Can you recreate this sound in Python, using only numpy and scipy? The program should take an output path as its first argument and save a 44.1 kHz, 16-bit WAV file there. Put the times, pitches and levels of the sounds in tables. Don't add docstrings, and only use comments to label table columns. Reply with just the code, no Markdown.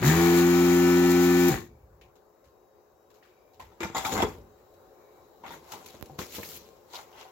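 import sys
import numpy as np
from scipy import signal
from scipy.fft import rfft, irfft, next_fast_len
from scipy.io import wavfile
from scipy.ndimage import uniform_filter1d

SR = 44100
rng = np.random.default_rng(int(sys.argv[2]) if len(sys.argv) > 2 else 0)


def nominal_scale(level):
    x = np.asarray(level, float) / 20
    return 10 ** x


def master_out(mix):
    frames = np.transpose(np.atleast_2d(mix))
    ceiling = np.clip(frames, -1, 1)
    pcm = np.round(ceiling * 32767).astype(np.int16)
    wavfile.write(sys.argv[1], SR, pcm)


N = 322371
TIME = np.arange(N) / SR
HZ = np.fft.rfftfreq(2 * next_fast_len(N // 2 + SR // 4), 1 / SR)
SIZE = 2 * len(HZ) - 2
# frequency in Hz, likeness from 0 to 1.
LIKENESS = [(60, 0.27), (150, 0.24), (380, 0.68), (950, 0.21), (2380, 0.056), (5980, 0.06), (15000, 0.11)]
# frequency in Hz, left minus right in dB.
PUMP_BALANCE = [(60, 3.8), (130, 0.73), (290, 1.4), (640, 3.9), (1410, 4.9), (3100, 6.2), (6820, 12),
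                (8800, 2.9), (15000, 5.4)]


def evened(x):
    return x / np.sqrt(np.mean(x ** 2) + 1e-20)


def read(points, hz):
    f, value = np.transpose(points)
    return np.interp(np.log(hz + 1), np.log(f + 1), value)


def colour(x, points):
    return rfft(x, SIZE) * evened(nominal_scale(read(points, HZ)))


def ring(x, modes):
    gain = sum(nominal_scale(db) * width / (width + 1j * (HZ ** 2 - hz ** 2) / hz) for hz, width, db in modes)
    return rfft(x, SIZE) * gain / np.sqrt(np.mean(abs(gain) ** 2))


def swells(rows, time=TIME):
    out = np.zeros((len(rows[0]) - 3, len(time)))
    for peak, rise, fall, *levels_db in rows:
        off = np.maximum((peak - time) / max(rise, .001), (time - peak) / max(fall, .001))
        out += np.outer(nominal_scale(np.array(levels_db)), nominal_scale(-20 * np.minimum(off, 10) ** 1.18))
    return out


def grit(per_s, spread_db, smooth):
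    happens = rng.random(N) < per_s / SR
    size = nominal_scale(spread_db * np.minimum(rng.exponential(1, N), 3)) * happens
    return evened((evened(size) + smooth) * rng.standard_normal((3, N)))


def ports(z, balance, apart, wet_db, lag):
    # frequency in Hz, t60 in seconds.
    wall_decay = [(200, 0.14), (1000, 0.17), (4000, 0.22), (12000, 0.15)]
    hz, t, taps = signal.stft(rng.standard_normal((2, SR // 2)), SR, nperseg=256)
    taps = taps * nominal_scale(-60 * t / read(wall_decay, hz)[:, None]) * (t > .004)
    far = signal.istft(taps, SR, nperseg=256)[1][:, :SR // 2]
    same, apart = np.clip(read(LIKENESS, HZ), 0, 1), np.clip(apart, 0, 1)
    late = np.exp(-2j * np.pi * HZ * np.array([[lag], [0]]) / SR)
    own = late * (np.sqrt(1 - apart) * z[0] + np.sqrt(apart) * z[1:])
    heard = np.sqrt(same) * z[0] + np.sqrt(1 - same) * own
    walls = 1 + nominal_scale(wet_db) * rfft(far, SIZE) / np.linalg.norm(far[0])
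    return irfft(heard * walls * nominal_scale(np.outer([.5, -.5], read(balance, HZ))), SIZE)[:, :N]


def workshop():
    # frequency in Hz, level in dB per Hz.
    still_air = [(25, -11), (53, -9.5), (110, -16.5), (270, -35), (400, -8.5), (540, -12), (1050, -14.5),
                 (1800, -26.5), (3300, -37.5), (4200, -35), (7600, -32.5), (8500, -40), (13500, -32.5),
                 (16300, -32)]
    # frequency in Hz, left minus right in dB.
    balance = [(60, -3.5), (180, 7), (550, 10.5), (1650, 4), (4970, 8), (15000, 1.5)]
    # frequency in Hz, width in Hz, level in dB.
    fan_modes = [(362.5, 8.6, 5), (424.5, 13, 6), (524, 47, 0.5), (557, 6.3, -4), (750, 13, 0.5),
                 (1060, 4, -0.5), (13900, 27, -25.5)]
    frames, hz = N // 256 + 5, np.fft.rfftfreq(1024, 1 / SR)
    a, b, c, d, patches = rng.standard_normal((frames, 513, 5)).T
    patches = evened(uniform_filter1d(uniform_filter1d(patches, 10, 0), 12, 1))
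    same, left = np.clip(read(LIKENESS, hz), -1, 1)[:, None], a + 1j * b
    z = np.array([left, same * left + np.sqrt(1 - same ** 2) * (c + 1j * d)])
    tilt = np.outer([.5, -.5], read(balance, hz))[..., None]
    z *= nominal_scale(read(still_air, hz)[:, None] + 1.8 * patches + tilt)
    air = evened(signal.istft(z, nperseg=1024, noverlap=768)[1][:, :N])
    shared = rng.standard_normal(N + 4)[np.arange(N) + [[0], [4]]]
    whirr = rng.standard_normal((2, N)) + 3.26 * shared
    fan = nominal_scale(-11.5) * irfft(ring(whirr, fan_modes), SIZE)[:, :N]
    return nominal_scale(-62 + 2.5 * np.clip(TIME - 3, 0, 1.96)) * (air + fan)


def static():
    # start in seconds, peak in dB.
    pops = [
        (6.0119, -18),
        (6.0262, -7.5),
    ]
    out, t = np.zeros((2, N)), TIME[:2000]
    jolt = np.exp(-t / 0.00033) * (1 + .5 * np.cos(2 * np.pi * 12500 * t)) / 3.5
    jolt = jolt - 0.5 * np.sin(2 * np.pi * 90 * t) * np.exp(-t / 0.00091) * 2.0
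    for s, db in pops:
        out[1, round(s * SR):][:len(t)] += nominal_scale(db) * jolt
    return out


def whistles():
    # start in seconds, stop in seconds, frequency in Hz, width in Hz, level in dB,
    # share of pure tone.
    lines = [
        (1.4, 1.87, 2300, 60, -74, .5),
        (1.7, 6, 3820, 8, -85.5, 2.5),
        (4.2, 6.5, 3900, 220, -77, 0),
        (3.17, 3.56, 2330, 70, -73.5, .2),
        (4.92, 5.3, 2280, 80, -74.5, .2),
    ]
    out = np.zeros((2, N))
    for start, stop, hz, width, db, steady in lines:
        at = slice(int(start * SR), int(stop * SR))
        t, r = TIME[at], np.exp(-np.pi * width / SR)
        slow = signal.lfilter([1 - r], [1, -r], rng.standard_normal((2, 2, 5 * SR)))
        a, b = slow[..., :len(t)]
        in_phase = (evened(a) + steady) * np.std(a) * np.cos(2 * np.pi * hz * t)
        line = in_phase + b * np.sin(2 * np.pi * hz * t)
        out[:, at] += nominal_scale(db) * np.hanning(len(t)) ** 0.34 * evened(line)
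    return out


def shudder():
    # peak in seconds, rise in seconds, fall in seconds, level in dB.
    sway = [
        (1.5, .003, 0.27, -39.5),
        (2.03, 0.98, 0.15, -55),
        (2.488, 0.09, 0.043, -58),
        (3.654, 0.084, 0.1, -50.5),
        (3.86, .13, .25, -64),
        (4.16, 0.2, 0.23, -51),
        (4.406, 0.49, 0.2, -50.5),
        (4.82, 0.29, 0.16, -66),
    ]
    wobble = ring(rng.standard_normal(N), [(61.4, 26, -0.45), (89.6, 42, -1.1)])
    return swells(sway)[0] * irfft(wobble, SIZE)[:N]


def pings():
    # start in seconds, peak in dB, frequency in Hz, t60 in seconds.
    struck_notes = [(1.5, -31, 148.4, 0.27), (3.948, -34.5, 886, 0.4), (.022, -27.5, 363, .35),
                    (0.061, -28, 362, 0.22), (0.044, -30.5, 231, 0.35), (3.596, -45, 1050, 0.13),
                    (3.716, -54.5, 1310, 0.03), (3.8043, -38, 2320, 0.13), (3.81, -38, 333.6, 0.3),
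                    (3.834, -31.5, 902, 0.12), (3.833, -30.5, 2380, 0.056), (3.849, -32, 203, 0.081),
                    (3.948, -35, 772, 0.31), (3.948, -34, 1083, 0.24), (3.947, -35, 7100, 0.086),
                    (3.833, -50, 6030, 0.34), (3.948, -47, 6100, 0.64), (3.948, -47.5, 3354, 0.6),
                    (4.051, -54, 6140, .8), (4.05, -34, 872, 0.41), (3.226, -53, 1890, 0.027),
                    (3.9645, -28, 2060, 0.055), (3.985, -35, 900, 0.11), (4.05, -40, 5970, 0.062),
                    (4.051, -27.5, 2344, 0.047), (4.058, -23.5, 1270, 0.027), (4.121, -35, 3670, 0.059),
                    (4.123, -36, 6800, 0.13), (4.127, -35, 230, 0.085), (4.143, -27, 260, 0.034),
                    (4.149, -31, 4330, 0.036), (4.157, -28.5, 314, 0.11), (4.18, -29, 212, 0.057),
                    (4.176, -39, 2040, 0.28), (4.2214, -19, 3360, 0.028), (4.2262, -22.5, 355, 0.037),
                    (4.2255, -23, 893, 0.069), (4.235, -20, 474, 0.028), (4.245, -27, 425, 0.15),
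                    (4.258, -33, 458, 0.044), (5.438, -37.5, 917, 0.064), (5.506, -38.5, 928, 0.057),
                    (5.722, -42, 1340, 0.055), (5.736, -33.5, 860, 0.034), (5.862, -59, 2400, 0.03),
                    (5.944, -37.5, 584, 0.025), (6.097, -43.5, 770, 0.068), (6.104, -47, 146, 0.23),
                    (6.2, -38, 410, 0.069), (6.215, -40, 307, 0.023), (6.776, -53, 590, 0.047),
                    (6.938, -42.5, 974, 0.088)]
    out, t = np.zeros(N + SR), TIME[:SR // 4]
    for s, db, hz, t60 in struck_notes:
        decay = nominal_scale(db - 60 * t / max(t60, .01))
        out[round(s * SR):][:len(t)] += decay * np.tanh(t / 0.00036) * np.sin(2 * np.pi * hz * t)
    return rfft(out[:N], SIZE)


def scuffs(slip):
    # peak in seconds, rise in seconds, fall in seconds, level in dB, resonance in Hz.
    strokes = [(3.228, .003, 0.17, -63, 1500), (3.232, .006, 0.12, -75, 3000),
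               (3.6, .004, 0.075, -58, 2300), (.17, .03, 0.046, -39, 1050), (4.215, .06, .03, -37, 1000),
               (3.856, 0.053, 0.011, -37.5, 900), (3.991, 0.064, 0.011, -40, 900),
               (5.53, 0.035, 0.032, -57, 13000), (5.725, 0.03, 0.045, -68, 7000),
               (6.36, 0.056, .05, -60, 13000), (6.45, 0.092, 0.093, -59, 13100),
               (6.575, 0.25, 0.019, -51, 12900), (6.52, 0.035, 0.097, -68, 3330),
               (6.965, 0.049, 0.025, -44, 3700), (6.99, 0.064, .025, -49, 970),
               (7.21, .04, 0.054, -50.5, 2940)]
    out = np.zeros((3, N))
    for peak, rise, fall, db, hz in strokes:
        at = slice(int(max(peak - .4, 0) * SR), int((peak + .3) * SR))
        hollow = signal.lfilter(*signal.iirpeak(hz, 2.8, SR), slip[:, at])
        out[:, at] += swells([(peak, rise, fall, db)], TIME[at])[0] * evened(hollow)
    return rfft(out, SIZE)


def mottle(x, patchy_db):
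    hz, t, z = signal.stft(x, SR, nperseg=256)
    patches = rng.standard_normal(z.shape[1:])
    patches = evened(uniform_filter1d(uniform_filter1d(patches, 6, 0), 7, 1))
    z = z * nominal_scale(patchy_db * patches * (hz[:, None] > 1200))
    return signal.istft(z, SR, nperseg=256)[1][:, :N]


def handling():
    # start in seconds, peak in dB, relative rattle in dB, t60 in seconds, pitch of the struck part in Hz.
    clangs = [(3.596, -36, -8, 0.2, 1000), (3.948, -25, 1, 0.21, 900), (3.964, -21, -12.5, 0.06, 790),
              (3.98, -35, 4, 0.36, 945), (4.049, -30, 10, 0.11, 910), (4.176, -20.5, -6.5, 0.19, 900),
              (4.155, -25, -10, 0.14, 800), (4.205, -21.5, -11, 0.23, 840), (4.189, -24, -14, 0.26, 805),
              (5.438, -41, -2, 0.07, 900), (5.462, -44.5, 10.5, 0.37, 830), (5.506, -43.5, 8, 0.16, 950),
              (6.774, -62, -24, 0.19, 604)]
    bumps = [(3.717, -52, -8, 0.42, 960), (3.805, -39, 10, 0.45, 362), (3.832, -37, 2, 0.092, 960),
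             (3.848, -33, -20, 0.068, 328), (3.859, -55, -12, 0.15, 890), (3.9, -40, -20, 0.2, 344),
             (4.1217, -44, 7, 0.33, 1040), (4.226, -23, -16, 0.24, 360), (4.235, -26.5, -25, 0.16, 483),
             (5.738, -41, -28, 0.59, 1010), (5.943, -43.5, -7, 0.16, 610), (6.097, -45, -28, 0.2, 784),
             (6.188, -30.5, 4.5, 0.21, 559), (6.383, -26.5, -14, 0.14, 590)]
    ticks = [(3.5978, -47.5, 5, 0.37, 1850), (3.8043, -34.5, -26, 0.26, 2320),
             (3.9645, -38, 16, 0.17, 2050), (4.058, -29, 3, 0.07, 1250), (4.1211, -40, 8, 0.14, 1050),
             (2.0127, -44.5, -12, 0.2, 2500), (2.156, -61, 10, 0.13, 3600), (2.4426, -64, 12, 0.29, 1590),
             (3.1028, -64, 15, 0.14, 1730), (3.1414, -76, 26, 0.4, 2940), (3.2253, -62, -3, 0.71, 2600),
             (3.535, -72.5, 20, 0.32, 3860), (3.8312, -25, -38, 0.1, 2300), (4.1495, -39, 5, 0.25, 2010),
             (4.2216, -22, 4, 0.069, 1500), (4.3339, -64, 21.5, 0.14, 2010), (4.74, -67, 14, 0.12, 3000),
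             (4.58, -62, -7, .3, 2200), (5.5344, -46, -13, 0.22, 1920), (5.7194, -45, 18.5, 0.17, 2320),
             (5.7245, -55, 8, .04, 3000), (5.738, -52, 6, 0.035, 2500), (5.861, -51, 15, 0.033, 3000),
             (6.059, -52, 12, 0.043, 6000), (5.86, -57, 21, 0.64, 2350), (6.2149, -39.5, 8, 0.17, 2140),
             (6.347, -48, -5, 0.13, 4000), (6.4313, -33, -2, 0.058, 2050), (6.4876, -43, -18, 0.13, 3760),
             (7.128, -50.5, -16, 0.63, 3100), (7.178, -52, -7, 0.61, 2820)]
    # peak in seconds, rise in seconds, fall in seconds,
    # hiss in dB, stand ring in dB.
    rubs = [(4.07, 0.08, 0.1, -32.5, -28.5), (4.126, 0.019, 0.052, -30.5, -42),
            (4.19, 0.085, 0.065, -38, -29), (4.227, 0.006, 0.016, -46, -18), (4.27, .02, 0.16, -48, -45),
            (5.445, 0.0087, 0.032, -71, -34), (5.54, 0.11, 0.068, -47.5, -45),
            (5.735, 0.11, 0.088, -45, -42), (5.86, 0.2, 0.26, -53, -60), (6.033, 0.028, 0.18, -59, -63),
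            (6.191, 0.0061, 0.07, -32, -83), (6.363, 0.064, 0.032, -35.5, -69),
            (6.44, 0.21, 0.3, -42.5, -72), (6.565, 0.29, 0.029, -47, -68),
            (6.965, 0.074, 0.11, -42.5, -42.5), (7.205, 0.15, 0.19, -53.5, -44)]
    # peak, rise and fall in seconds, rumble in dB.
    drags = [
        (4.14, 0.088, 0.22, -22.5),
        (4.3, .11, 0.62, -58),
        (5.52, 0.099, 0.17, -41),
        (5.947, 0.013, 0.14, -44),
        (6.035, .021, 0.22, -46),
        (6.29, 0.12, 0.19, -74),
        (6.555, 0.92, 0.24, -45),
    ]
    # frequency in Hz, width in Hz, level in dB.
    bench_modes = [(102.7, 7.5, 8), (192, 59, 4.5), (240.8, 6.5, 7.5), (334, 6.8, 13.5), (432, 190, 9.5)]
    stand_modes = [(775, 31, 15), (892, 98, 15.5), (1040, 78, 10), (1360, 480, -2.5), (2010, 180, -2.5),
                   (2320, 69, -23)]
    coil_modes = [(2320, 31, 2), (3700, 31, 14), (5020, 42, 14), (6180, 20, 4), (6240, 31, 8),
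                  (6900, 95, 9), (7340, 150, 13)]
    # frequency in Hz, level in dB per Hz.
    rattle_colour = [(760, -1.5), (1300, 1.5), (1750, -4.5), (2050, -2.5), (3060, -8), (3440, -0.5),
                     (4630, -14.5), (5540, -16), (7220, -15.5), (8820, -23), (11000, -20.5), (14800, -21.5),
                     (16300, -42)]
    rub_colour = [(760, -3.5), (1300, -3.5), (1860, -5), (2300, 1), (3670, 0), (4030, 3.5), (4680, -1),
                  (6990, -1.5), (8920, -6), (12200, -2.5), (14500, -5.5), (15500, -12), (16300, -3.5)]
    # frequency in Hz, left minus right in dB.
    balance = [(60, 0.5), (130, 0.33), (290, 2), (640, 2), (1410, 4), (3100, 2.5), (6820, 10.6),
               (8800, 1.3), (15000, 1.3)]
    (hiss, ringing), rumble = swells(rubs), swells(drags)[0]
    blows, struck = np.zeros((4, 3, N + SR)), np.zeros((3, N + SR))
    t = TIME[:SR // 4]
    chatter = np.pad(grit(per_s=1600, spread_db=-6.5, smooth=0.83), ((0, 0), (0, SR)))
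    push = np.hanning(44)
    for table, top, thud_db, stand_db, note_db, damping, push_db, contact_db, lead in (
            (clangs, 2, -25, -6, -5, .07, -7, -4, 0),
            (bumps, 2, -3, -8, -6, .07, -9, -2.5, 0),
            (ticks, 3, -12, -14, -5, .25, -30, -1.5, 1.2)):
        for s, db, rattle_db, t60, hz in table:
            at = slice(round(s * SR), round(s * SR) + len(t))
            drive = nominal_scale(db - 3.5 - 60 * (t / max(t60, .01)) ** 0.91) * chatter[:, at]
            drive[:, :3] += nominal_scale(db + contact_db)
            blows[top, :, at] += nominal_scale(rattle_db - 6.0) * drive
            drive[:, :len(push)] += nominal_scale(db + push_db) * push
            blows[:2, :, at] += nominal_scale([thud_db - 4.5, stand_db])[:, None, None] * drive
            note = np.sin(2 * np.pi * hz * t[:1500] + lead)
            note = note * np.exp(-np.pi * (30 + damping * hz) * t[:1500])
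            note = note / np.linalg.norm(note)
            struck[:, at] += nominal_scale(note_db) * signal.fftconvolve(drive, note[None], axes=1)[:, :len(t)]
    slip, blows = grit(per_s=1500, spread_db=11.0, smooth=1.8), blows[..., :N]
    bench = ring(blows[0, 0] + nominal_scale(-12.5) * rumble * slip[0], bench_modes)
    thin = HZ ** 2 / (HZ ** 2 + 600 ** 2)
    stand = thin * ring(blows[1] + nominal_scale(-2) * ringing * slip, stand_modes)
    stand = stand + np.sqrt(thin) * rfft(struck[:, :N], SIZE)
    early = abs(TIME - 4.1) < .35
    loose = colour(blows[2], rattle_colour) + nominal_scale(-8.5) * ring(blows[2] * early, coil_modes)
    loose = loose + nominal_scale(-4.0) * colour(hiss * slip + blows[3], rub_colour)
    mix = bench + stand + loose + pings() + scuffs(slip)
    return mottle(ports(mix, balance, apart=0.97, wet_db=-10.0, lag=5.1), patchy_db=2.0)


def shaft():
    after = np.maximum(TIME - 1.492, 0)
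    speed = 88.15 - 32.7 * np.exp(-(TIME / .07) ** 1.35) - 5.5 * np.exp(-TIME / .3)
    speed = 30 + (speed - 30) * np.exp(-after / .09)
    return speed, np.minimum(TIME / 0.085, 1) ** 0.8 * nominal_scale(-np.minimum(280 * after, 200))


def mount(hz):
    # frequency in Hz, width in Hz, level in dB.
    modes = [(146.8, 22.7, -9), (164, 27, -29), (232.6, 13, -21), (266.3, 16, -16), (341.3, 22.4, -11)]
    # frequency in Hz, width in Hz, depth from 0 to 1.
    notches = [(247, 16, .8), (331, 14, .62)]
    notch = np.prod([1 - depth / (1 + (2 * (hz - f) / width) ** 2) for f, width, depth in notches], axis=0)
    return notch * abs(sum(nominal_scale(db) * width / (width + 1j * (hz ** 2 - f ** 2) / f) for f, width, db in modes))


def shaft_orders(speed, push, turns, suction):
    # multiple of the shaft rate, level in dB.
    shaft_lines = [(1, -22), (2, -7), (3, -3), (4, 0), (5, -25), (6, -25), (7, -27), (8, -32), (9, -21),
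                   (10, -27), (11, -24), (12, -32), (13, -29), (14, -29), (15, -20.5), (16, -32),
                   (17, -19.5), (20, -20), (21, -32), (22, -25), (23, -31), (24, -33), (26, -30), (27, -33),
                   (28, -33), (31, -33), (32, -31), (36, -33), (37, -32)]
    brush_lines = [(46.8, -40), (59.4, -34.5), (71, -36), (65, -43.5), (76.4, -42)]
    push_db = [-6.5, -6, -6.5]
    low = {2 + k: push * nominal_scale(db) * mount((2 + k) * speed) for k, db in enumerate(push_db)}
    low[1] = np.sqrt(push) * nominal_scale(-39.5) + swells([(.16, .16, .12, -35.5)])[0]
    tones, end = np.zeros((2, N)), int(2 * SR)
    steady = nominal_scale(-6.5) * (speed / speed.max()) ** 12
    steady = steady * nominal_scale(-3.5 * (1 - np.clip((TIME - 0.41) / 0.13, 0, 1)))
    fifth = push * np.sqrt(2) * nominal_scale(-31.5 - 10 * np.clip((TIME - 0.367) / .06, 0, 1))
    tones += fifth * np.cos(10 * np.pi * turns)
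    orders = shaft_lines + brush_lines
    for (k, db), (start, apart) in zip(orders, rng.random((len(orders), 2))):
        level = low.get(k, suction * steady * nominal_scale(db + 17.5))
        waver = evened(np.interp(TIME[:end], np.arange(21) / 10, rng.standard_normal(21)))
        level = level[:end] * (1 + min(0.014 * k * (k > 4) + 0.018, .22) * waver)
        gap = -abs((apart - .5) * 0.86 * (1 - np.clip(read(LIKENESS, 88 * k), 0, 1)))
        if k < 5:
            gap = -.075 * (k != 2)
            start = -0.2067 * k * k + .08 + .27 * (k == 1)
        lean = nominal_scale(np.outer([.5, -.5], read(PUMP_BALANCE, 88 * k))) / np.cos(np.pi * gap)
        phase = k * turns[:end] + start + np.array([[0], [gap]])
        tones[:, :end] += lean * level * np.sqrt(2) * np.cos(2 * np.pi * phase)
    return tones


def pump_air(speed, turns, suction):
    # frequency in Hz, level in dB per Hz.
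    air_colour = [(40, -48), (124, -32), (170, -22), (300, -17.5), (350, -14), (430, -29), (650, -40),
                  (900, -19.5), (1500, -23), (2900, -25.5), (4000, -22.5), (5300, -30), (6800, -34),
                  (15000, -26.5)]
    # frequency in Hz, width in Hz, level in dB.
    shell_modes = [(231, 10, -20), (453, 170, -6), (775, 16, 10), (900, 17, -0.5), (1170, 80, -8),
                   (1970, 370, -30), (2300, 116, -3.5)]
    nozzle_modes = [(6300, 220, -6), (6840, 1030, 6)]
    snap_modes = [(9700, 800, -2), (12000, 1500, -4), (15000, 1800, 0)]
    # peak in seconds, rise in seconds,
    # fall in seconds, level in dB over the steady hiss.
    gulps = [
        (.08, 0.064, 0.037, 2.5),
        (.26, 0.073, 0.15, -21.5),
        (.378, 0.031, 0.044, -5),
        (.68, 0.66, 1, -9),
        (1.116, 0.028, 0.013, 5),
        (1.24, 0.073, 0.057, -1.5),
        (1.42, 0.17, 0.4, -3),
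        (1.485, .004, 0.0069, -5),
    ]
    puff = 1 + 0.2 * np.cos(2 * np.pi * turns) + 0.12 * np.cos(4 * np.pi * turns + 0.21)
    drive = puff * suction * grit(per_s=5600, spread_db=2.0, smooth=1.77)
    bright = 1 / (1 + (3200 / (HZ + 1)) ** 4)
    rush = nominal_scale(-2.5) * np.clip((TIME - 0.019) / 0.02, .4, 1)
    rush = rush * nominal_scale(70 * np.clip(TIME - 1.54, 0, .2)) * (1 + swells(gulps)[0])
    jet = colour(drive * rush, air_colour) + nominal_scale(-7.5) * ring(drive * rush, nozzle_modes)
    flow = (1 - bright) * colour(drive, air_colour) + bright * jet
    since = np.maximum(TIME - 1.4838, 0)
    snap = nominal_scale(-16) * (since > 0) * np.exp(-since / 0.002) * np.sign(drive)
    flow = flow + ring(snap, snap_modes)
    slap = nominal_scale(15.0) * (1 - speed / speed.max()) ** 0.47 * np.exp(-((turns + .55) % 1) / 0.31)
    slap = slap * suction * np.sign(drive) * (TIME > .025)
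    shell = ring(drive * np.clip(TIME / 0.16, .4, 1), shell_modes)
    air = nominal_scale(-2) * ring(slap, [(1150, 1200, -0.5), (1810, 270, 5.5)])
    air = air + nominal_scale(-3.0) * flow + nominal_scale(-7.0) * shell
    kick = nominal_scale(-29.5 - 169.5 * np.clip(TIME - 1.492, 0, 1)) * (TIME > 1.492) * rng.standard_normal(N)
    air = air + ring(kick, [(252, 97, 0), (335, 47, 6.0), (410, 44, -5)])
    return ports(air, PUMP_BALANCE, apart=.75, wet_db=-6, lag=-4)


def pump():
    # time in seconds, level in dB.
    flow_db = [(0, -35), (.03, -30.5), (.1, -27.5), (.39, -29), (.44, -31.5), (1.48, -33), (1.524, -33.5),
               (1.6, -52), (1.68, -72)]
    speed, push = shaft()
    turns = np.cumsum(speed) / SR
    suction = nominal_scale(np.interp(TIME, *np.transpose(flow_db), right=-200))
    return shaft_orders(speed, push, turns, suction) + pump_air(speed, turns, suction)


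def scene():
    return workshop() + static() + whistles() + shudder() + handling() + pump()


def top_cut(x):
    return signal.sosfilt(signal.butter(12, 17030, fs=SR, output="sos"), x)


def record(dry):
    # frequency in Hz, gain in dB.
    response = [(7700, -1.5), (8050, -8), (8500, -9), (8900, -8.5), (10000, -6), (11200, -2.5),
                (15900, 1.5), (16100, -53.5)]
    cut = signal.sosfilt(signal.butter(5, 50, "high", fs=SR, output="sos"), dry)
    shaped = irfft(rfft(cut, SIZE) * nominal_scale(read(response, HZ)), SIZE)[:, :N]
    return top_cut(shaped)


dry = scene()
out = record(dry)
master_out(out)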